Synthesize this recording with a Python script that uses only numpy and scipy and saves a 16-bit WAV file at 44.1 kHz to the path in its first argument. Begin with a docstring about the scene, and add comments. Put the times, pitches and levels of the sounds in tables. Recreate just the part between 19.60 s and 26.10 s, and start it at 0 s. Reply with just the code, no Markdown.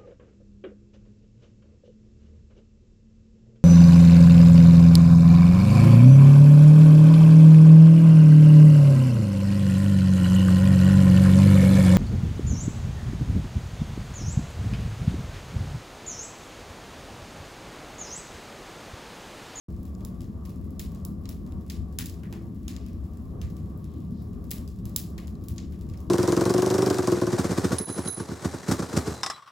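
"""A low roar of flames fills the firebox and flue of a glass-fronted fireplace in a quiet living room.
Embers tick over a faint hiss, and the steady rumble has brief low swells.
Logs split in millisecond cracks: tearing fibres ring a splinter, and the snap rings on in the room.
Later, sap sizzles out of a log in soft puffs of steam. It is all a few metres off, a little to the left."""
import sys
import numpy as np
from scipy import signal
from scipy.fft import rfft, irfft
from scipy.io import wavfile
from scipy.ndimage import uniform_filter1d

SR = 44100
rng = np.random.default_rng(int(sys.argv[2]) if len(sys.argv) > 2 else 0)


def dump(signal):
    """Clip the signal to [-1, 1] and save it as 16-bit WAV at the path in sys.argv[1]."""
    limited = np.clip(np.atleast_2d(signal).T, -1, 1)
    pcm = np.round(limited * 32767).astype(np.int16)
    wavfile.write(sys.argv[1], SR, pcm)


N = 286650
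TIME = np.arange(N) / SR
HZ = np.maximum(np.fft.rfftfreq(N, 1 / SR), 1)


def undb(db):
    """Decibels to gain."""
    return 10 ** (np.asarray(db) / 20)


def along(points, hz):
    """Read (hz, value) points on a log-frequency axis."""
    point_hz, value = np.transpose(points)
    return np.interp(np.log(np.maximum(hz, 1)), np.log(point_hz), value)


def lift(modes):
    """EQ curve in dB of a set of resonances and nulls."""
    return sum(db / (1 + (2 * (HZ - hz) / width) ** 2) for hz, width, db in modes)


def unit(x):
    """Scale to a mean energy of one per channel."""
    return x / np.sqrt(np.mean(np.sum(x ** 2, axis=-1)))


def lowpass(x, cutoff_hz, steepness):
    """Roll off the highs without shifting phase."""
    return irfft(rfft(x) / (1 + (HZ / cutoff_hz) ** steepness), N)


def drift(rate_hz):
    """Smooth random modulation with a spread of one."""
    wander = lowpass(rng.standard_normal(N), rate_hz, 4)
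    return wander / np.std(wander)


def add(track, start_s, sound):
    """Mix a sound into a track."""
    i = max(int(start_s * SR), 0)
    n = max(min(sound.shape[-1], N - i), 0)
    track[..., i:i + n] += sound[..., :n]


# Stereo width of the room sound: frequency_hz, side_minus_mid_db
STEREO_WIDTH = [(30, -27), (60, -9.5), (130, -23), (250, -12.5), (500, -4.5), (1200, -3), (2200, -4),
                (5000, -8.5), (7000, -7.5), (16000, -95)]

def diffuse(density_db):
    """Stereo noise with the given dB per Hz, as two close microphones hear it in a room."""
    mid, side = rfft(rng.standard_normal((2, N)))
    width = undb(along(STEREO_WIDTH, HZ))
    pair = (mid + np.array([[1], [-1]]) * width * side) / np.sqrt(1 + width ** 2)
    return irfft(pair * undb(density_db), N) * np.sqrt(SR / 2)


# Tone of the flame bed: frequency_hz, density_db
ROAR_SPECTRUM = [(22, -91), (40, -62), (60, -61), (95, -56), (130, -66), (155, -60), (205, -61.5),
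                 (265, -65), (300, -76), (375, -80), (460, -82), (700, -88), (870, -97), (1500, -101)]
# Resonances and nulls of firebox, flue and room: centre_hz, width_hz, lift_db
ROAR_MODES = [(70.5, 14.8, 8.5), (104.5, 8, -15.5), (110.7, 9.2, 11.5), (127.3, 13.3, -6.5),
              (184.7, 10, 6.5), (310.6, 14.7, 9.5), (334.35, 6.2, 16.5), (354.3, 6.3, 11.5),
              (409.4, 17.7, 11.5), (545, 104, 1.5), (663, 4.2, 5.5), (698, 2.4, 4.5), (747, 4.8, 10),
              (936, 14, 12), (1055, 7.3, 9.5), (1146, 182, 13.5), (1144, 18, 2)]
# Brief low swells in the steady rumble: peak_s, rise_db, pitch_hz
BASS_SWELLS = [(.15, 6.5, 76), (1.28, 7.5, 72.6), (1.521, 7.5, 183), (1.97, 6, 71), (2.22, 9.5, 72),
               (3.41, 7, 82.5), (3.85, 8.5, 72.5), (4.05, 8.5, 91), (4.5, 5.5, 173), (5.26, 8, 74),
               (5.92, 6.5, 72), (6.31, 6.5, 70)]

def flame_roar(bass_target_db=-35.5, swell_attack_s=0.049, swell_release_s=0.06, swell_octaves=0.73):
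    """Turbulent flames drive firebox and flue; the bass wavers and briefly swells, the rest flutters."""
    rolloff_db = 20 * np.log10(1 + (HZ / 1650) ** 8)
    noise = diffuse(along(ROAR_SPECTRUM, HZ) + lift(ROAR_MODES) - rolloff_db)
    bass = lowpass(noise, 450, 8)
    target = undb(bass_target_db + 0.9 * drift(10.4))
    bass_rms = np.sqrt(uniform_filter1d(np.mean(bass, axis=0) ** 2, SR // 10, mode="wrap"))
    leveller = (target / bass_rms) ** 0.91  # rides the bass most of the way to its target
    flutter = undb(2 * drift(5.7))
    roar = (noise - bass) * flutter + bass * leveller
    bed_spectrum = rfft(roar)
    for peak_s, rise_db, pitch_hz in BASS_SWELLS:
        band = irfft(bed_spectrum / (1 + (np.log2(HZ / pitch_hz) / swell_octaves) ** 4), N)
        corners_s = [peak_s - swell_attack_s, peak_s, peak_s + swell_release_s]
        roar += band * (undb(np.interp(TIME, corners_s, [0, rise_db, 0])) - 1)
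    return roar


# Tone of the hiss bed: frequency_hz, density_db
HISS_SPECTRUM = [(20, -130), (1000, -108), (1800, -108), (2600, -111), (4500, -112), (8000, -113.5),
                 (15500, -111.5), (16600, -130)]

def hiss(waver_db=0.5, flicker_db=0.6):
    """A faint, nearly even hiss with a slow waver and a quicker flicker."""
    return diffuse(along(HISS_SPECTRUM, HZ)) * undb(waver_db * drift(0.8) + flicker_db * drift(4.1))


# Modes of a splinter: pitch_ratio, lift_share
SPLINTER_MODES = [(.52, 0.42), (.71, 0.39), (1, 1)]

def splinter_snap(body_db, edge_db, pitch_hz, ring_db, knock_below_hz=1940, mode_octaves=0.07, size=512):
    """A splinter clicks and rings briefly in its modes; thick ones knock, none radiates bass."""
    hz = np.maximum(np.fft.rfftfreq(size, 1 / SR), 1)
    knock_db = 9 * max(np.log2(knock_below_hz / pitch_hz), 0)
    colour = [(200, body_db - 37), (800, body_db - 5.5 + knock_db), (1350, body_db - 5 + knock_db / 4),
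              (2000, body_db), (3700, 0.21 * body_db), (5000, 0.1), (7000, -1.5),
              (11000, 0.72 * edge_db), (16000, edge_db), (18000, edge_db - 59)]
    ring = sum(share / (1 + (np.log2(hz / (ratio * pitch_hz)) / mode_octaves) ** 2)
               for ratio, share in SPLINTER_MODES)
    # minimum phase packs the energy into the attack
    cepstrum = irfft(np.log(undb(along(colour, hz) + ring_db * ring)))
    cepstrum[1:size // 2] *= 2
    cepstrum[size // 2 + 1:] = 0
    return unit(irfft(np.exp(rfft(cepstrum))))


def room_echoes(room_t60_s=0.37, treble_t60_s=0.25, firebox_t60_s=0.012):
    """A rattle in the firebox, then a gritty tail that smooths out as furnishings soak up the treble."""
    echoes = diffuse(0)
    dull = lowpass(echoes, 9500, 6)
    walls = dull * undb(-60 * TIME / room_t60_s) + (echoes - dull) * undb(-60 * TIME / treble_t60_s)
    firebox = echoes * undb(4.5 - 60 * TIME / firebox_t60_s)
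    grit = undb(4.2 * drift(900) * np.exp(-TIME / 0.15))
    attack = np.minimum(TIME / 0.0022, 1)
    return unit(((walls + firebox) * grit * attack)[:, :SR // 2])


def crackle(events, ring_share, spots, size=400):
    """Bursts of tearing fibres ring splinters; each spot in the fire has its own echoes."""
    direct, sends, fibres = np.zeros((2, N)), np.zeros((spots, N)), diffuse(0)
    for k, (start_s, level_db, body_db, edge_db, pitch_hz, tear_s, echo_db) in enumerate(events):
        age = TIME[:size] / tear_s
        tear = age ** 0.25 * np.exp(-1.2 * age ** 3)  # fibres give way at once and stop abruptly
        spectrum = rfft(fibres[:, k * size:(k + 1) * size] * tear)
        # a nearly colourless burst lets the splinter set the pitch
        burst = irfft(spectrum / np.mean(np.abs(spectrum), axis=0) ** 0.8) * tear ** 0.15
        ring_db = ring_share * max(10 - 0.23 * body_db, 0)  # less body, clearer ring
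        thin_snap = splinter_snap(body_db - 9, edge_db, pitch_hz, ring_db)
        crack = unit(signal.fftconvolve(burst, thin_snap[None], axes=1))
        add(direct, start_s - 0.0003, undb(level_db) * crack)
        # the room hears the crack from all sides, which evens out its colour
        full_snap = splinter_snap(body_db, edge_db, pitch_hz, 0.2 * ring_db)
        add(sends[k % spots], start_s, undb(level_db + echo_db) * full_snap)
    return direct + sum(signal.fftconvolve(send[None], room_echoes(), axes=1)[:, :N] for send in sends)


# The clearest ember ticks: start_s, level_db
CLEAR_TICKS = [(.1046, -41), (.1245, -41), (.1654, -40), (.1993, -44.5), (.2682, -42), (.3440, -43),
               (.5446, -43), (.6184, -35), (.7321, -51), (.7790, -50), (.8419, -50), (.9437, -44),
               (.9596, -38), (1.0135, -41), (1.0444, -39.5), (1.0534, -44), (1.4006, -43), (1.4106, -49),
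               (1.6381, -40.5), (1.9154, -59), (2.0102, -40.5), (2.0651, -38), (2.0801, -40), (2.3265, -37),
               (2.7096, -41), (2.8204, -46), (2.9471, -41), (2.9611, -44), (2.9780, -48), (2.9920, -51),
               (3.0319, -42.5), (3.2853, -37.5), (3.3322, -40), (3.4410, -41), (3.4549, -46), (3.5358, -40),
               (3.6226, -43), (3.6575, -49), (3.7393, -46), (4.0596, -42), (4.1005, -41.5), (4.2521, -41.5),
               (4.3759, -48), (4.4038, -41), (4.5086, -42), (4.6742, -50), (4.6842, -47), (4.7330, -39),
               (4.8957, -38), (5.1611, -40), (5.1740, -49), (5.1890, -39), (5.8126, -44), (6.1109, -41),
               (6.1917, -40.5), (6.2117, -33), (6.2207, -41), (6.2666, -45)]

def ember_ticks(faint_count=330, settling_share=0.12, settling_s=0.03, tear_s=0.0004, echo_db=0.5):
    """Embers tick, a few clearly and many faintly, some as the wood settles after a crack."""
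    timing, settles, parent, strength = rng.random((faint_count, 4)).T
    crack_s = np.array(LOG_CRACKS)[(parent * len(LOG_CRACKS)).astype(int), 0]
    after_crack_s = crack_s - settling_s * np.log(1 - timing)
    faint_s = np.where(settles < settling_share, after_crack_s, timing * N / SR)
    faint_db = np.minimum(-52 - 2.8 * np.log(1 - strength), -44.5)
    ticks = []
    for start_s, level_db in [*CLEAR_TICKS, *zip(faint_s, faint_db)]:
        body_db, edge_db, pitch_hz = rng.uniform(-7, 5), rng.uniform(-4, 8), rng.uniform(6100, 15500)
        ticks.append((start_s, level_db, body_db, edge_db, pitch_hz, tear_s, echo_db))
    return crackle(ticks, ring_share=0.41, spots=1)


# Splitting wood; body is the weight at 2 kHz, edge the top treble, echo the reverb send:
# start_s, level_db, body_db, edge_db, pitch_hz, tear_s, echo_db
LOG_CRACKS = [(0.2316, -33, -10, 2, 14700, 0.00038, -8), (0.2533, -32.5, 0, 5, 7350, 0.001, 0),
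              (0.3508, -33, -25, -10, 7050, 0.00059, -14), (0.407, -37.5, 2, -3, 3300, .001, 4),
              (.4499, -17.5, -6, 3, 7200, 0.00071, -6.5), (0.607, -29, -5, -4.5, 3100, 0.0013, 1.5),
              (0.644, -38, 5, -5, 6030, .0008, -1), (0.8522, -31, -2, -3, 2920, 0.0011, 3.5),
              (0.8586, -31, -3, 4, 5000, 0.0009, 0), (0.8944, -33, -1, 3, 5300, .001, 4.5),
              (1.107, -34.5, -12, 8, 7040, .0008, -6), (1.1945, -15.5, -3, 2, 7100, 0.0025, 4),
              (1.3189, -36, 6, 5, 7000, 0.00058, 1), (1.3487, -31, -5, -5, 13300, 0.00054, 1),
              (1.4507, -14.5, -12, 7.5, 7600, 0.00081, -6), (1.656, -24.5, -1.5, -14, 4020, 0.0012, -5),
              (1.6911, -18.5, -4, 2.5, 5540, 0.001, 0.5), (1.8646, -36.5, 1, -1, 6900, 0.0011, 2.5),
              (1.9226, -33.5, 4, -6, 3800, 0.00064, -7), (2.0996, -17, -3, -4, 4930, .0012, 3),
              (2.387, -5.5, 0.5, 0.5, 7200, 0.0019, 0), (2.458, -15.5, -12, 3.5, 7100, 0.0021, 1),
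              (2.4974, -23.5, -3, -1, 5300, 0.001, -5), (2.5423, -33, 3, -2, 7000, 0.00091, -2),
              (2.634, -30.5, 16, -2, 2900, 0.003, 4.5), (2.727, -22, 8, -3, 696, 0.00041, 3),
              (3.0802, -15.5, -3, -6, 6800, 0.0025, 1), (3.165, -21.5, 1, -9, 7300, 0.00058, -5),
              (3.264, -31, 8, 0, 7200, 0.00065, -2.5), (3.573, -35.5, -5, -2, 14000, .0005, -3),
              (3.8146, -22.5, 3.5, -7, 6200, 0.0036, 1), (3.9015, -36, -12, 1, 6000, 0.001, 3),
              (3.9674, -32.5, 0, -2, 7500, 0.0011, 1.5), (4.1759, -35, -10, 10, 15000, .0005, -3),
              (4.2433, -32.5, -1, -4, 10800, 0.00073, -2.5), (4.339, -39, 3, -3, 12000, .0007, 0),
              (4.621, -39, -14, 9, 7300, 0.00064, 4), (4.842, -34, -10, 1, 12100, .0007, 1),
              (4.9074, -15.5, -13, 4, 12000, 0.0017, 3.5), (4.9136, -7.5, -1, 6.5, 7800, 0.0015, -1),
              (4.9835, -28, -4, -4, 7000, .0007, -6), (5.0773, -28.5, -13, -2, 4770, 0.00091, 2),
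              (5.255, -22.5, -4, 0, 11800, 0.00075, -1.5), (5.295, -29, -12, -1, 15000, 0.0007, -2),
              (5.3622, 2, -11, 5, 7300, 0.0018, -5), (5.4873, -41, -5, 1, 12000, .0007, -10),
              (5.5035, -34, -4, 13, 7000, .0007, -13), (5.5802, -24, 5.5, -2.5, 4270, 0.00062, 5),
              (5.6724, -29.5, -11, -1, 7000, 0.0008, 1.5), (5.6802, -28.5, 12, -5, 5600, 0.00086, -11),
              (5.754, -37.5, -18, -14, 4070, .001, -6), (5.8384, -32, -10, 2, 13400, .001, 3),
              (5.885, -17.5, -5, 2, 14300, 0.00073, -2.5), (5.9014, -33, -6, 2, 12000, .0007, -6),
              (5.9615, -39, -9, -2, 7000, .0007, 9), (5.9813, -18, -4.5, -23, 6630, 0.0014, -1.5),
              (6.1231, -37, 4, -4, 3000, 0.00083, 6.5), (6.29, -36.5, 3, -2, 7000, .001, 4.5),
              (6.299, -33, -4, -5, 4900, 0.00087, -4), (6.3373, -33.5, 6, -9, 2340, .001, 2.5),
              (6.3743, -32.5, -17, -5, 5370, 0.00057, 1), (6.4041, -33.5, -6, 3, 6400, 0.00067, 2)]

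def log_cracks():
    """Logs split at a few spots in the fire, with clearly ringing splinters."""
    return crackle(LOG_CRACKS, ring_share=0.96, spots=4)


# Puffs of steam: peak_s, half_length_s, centre_hz, level_db
SAP_PUFFS = [(3.204, 0.12, 2500, -69.5), (3.26, 0.077, 4800, -68.5), (4.34, 0.094, 3500, -73),
             (4.6, 0.045, 4440, -68)]

def sap_sizzle(band_octaves=0.31):
    """Sap escapes from the logs as steam, in short soft swells of narrow-band noise."""
    puffs = np.zeros((2, N))
    for peak_s, half_length_s, centre_hz, level_db in SAP_PUFFS:
        band_db = -10 * np.log10(1 + (np.log2(HZ / centre_hz) / band_octaves) ** 4)
        jet = unit(diffuse(band_db)) * np.sqrt(N)
        swell = np.exp(-((TIME - peak_s) / half_length_s) ** 2 / 2)
        puffs += undb(level_db) * jet * swell
    return puffs


# Hollow colour of the firebox: centre_hz, width_hz, lift_db
FIREBOX_COLOUR = [(1660, 960, 2.5), (2400, 600, -0.5), (3760, 640, 0), (4520, 370, -2), (5160, 400, 0.5),
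                  (6040, 540, -2)]
# Pan across the spectrum: frequency_hz, left_minus_right_db
LEFT_LEAN = [(40, 3), (130, 0.5), (250, 2.5), (600, 0.6), (4500, 2.5), (8000, 0)]

def scene():
    """The roar under cracks, ticks, hiss and steam coloured by the firebox; all a little to the left."""
    wood = log_cracks() + ember_ticks() + hiss() + sap_sizzle()
    fire_spectrum = rfft(flame_roar()) + rfft(wood) * undb(lift(FIREBOX_COLOUR))
    pan_db = np.array([[1], [-1]]) * along(LEFT_LEAN, HZ) / 2
    return irfft(fire_spectrum * undb(pan_db), N)


def record(dry):
    """The left channel lags in the treble; the sound opens after a moment of silence; the top is cut."""
    lag_s, silence_s, fade_s, top_hz = 0.000236, 0.083, 0.003, 16200
    lag_phase = 2 * np.pi * lag_s * (np.clip(HZ, 6950, 15420) - 6950)
    stereo = irfft(rfft(dry) * np.exp(-1j * lag_phase * np.array([[1], [0]])), N)
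    fade_in = np.clip((TIME - silence_s) / fade_s, 0, 1)
    high_cut = signal.ellip(10, 0.2, 80, top_hz, fs=SR, output="sos")
    return signal.sosfilt(high_cut, stereo * fade_in)


dry = scene()
out = record(dry)
dump(out)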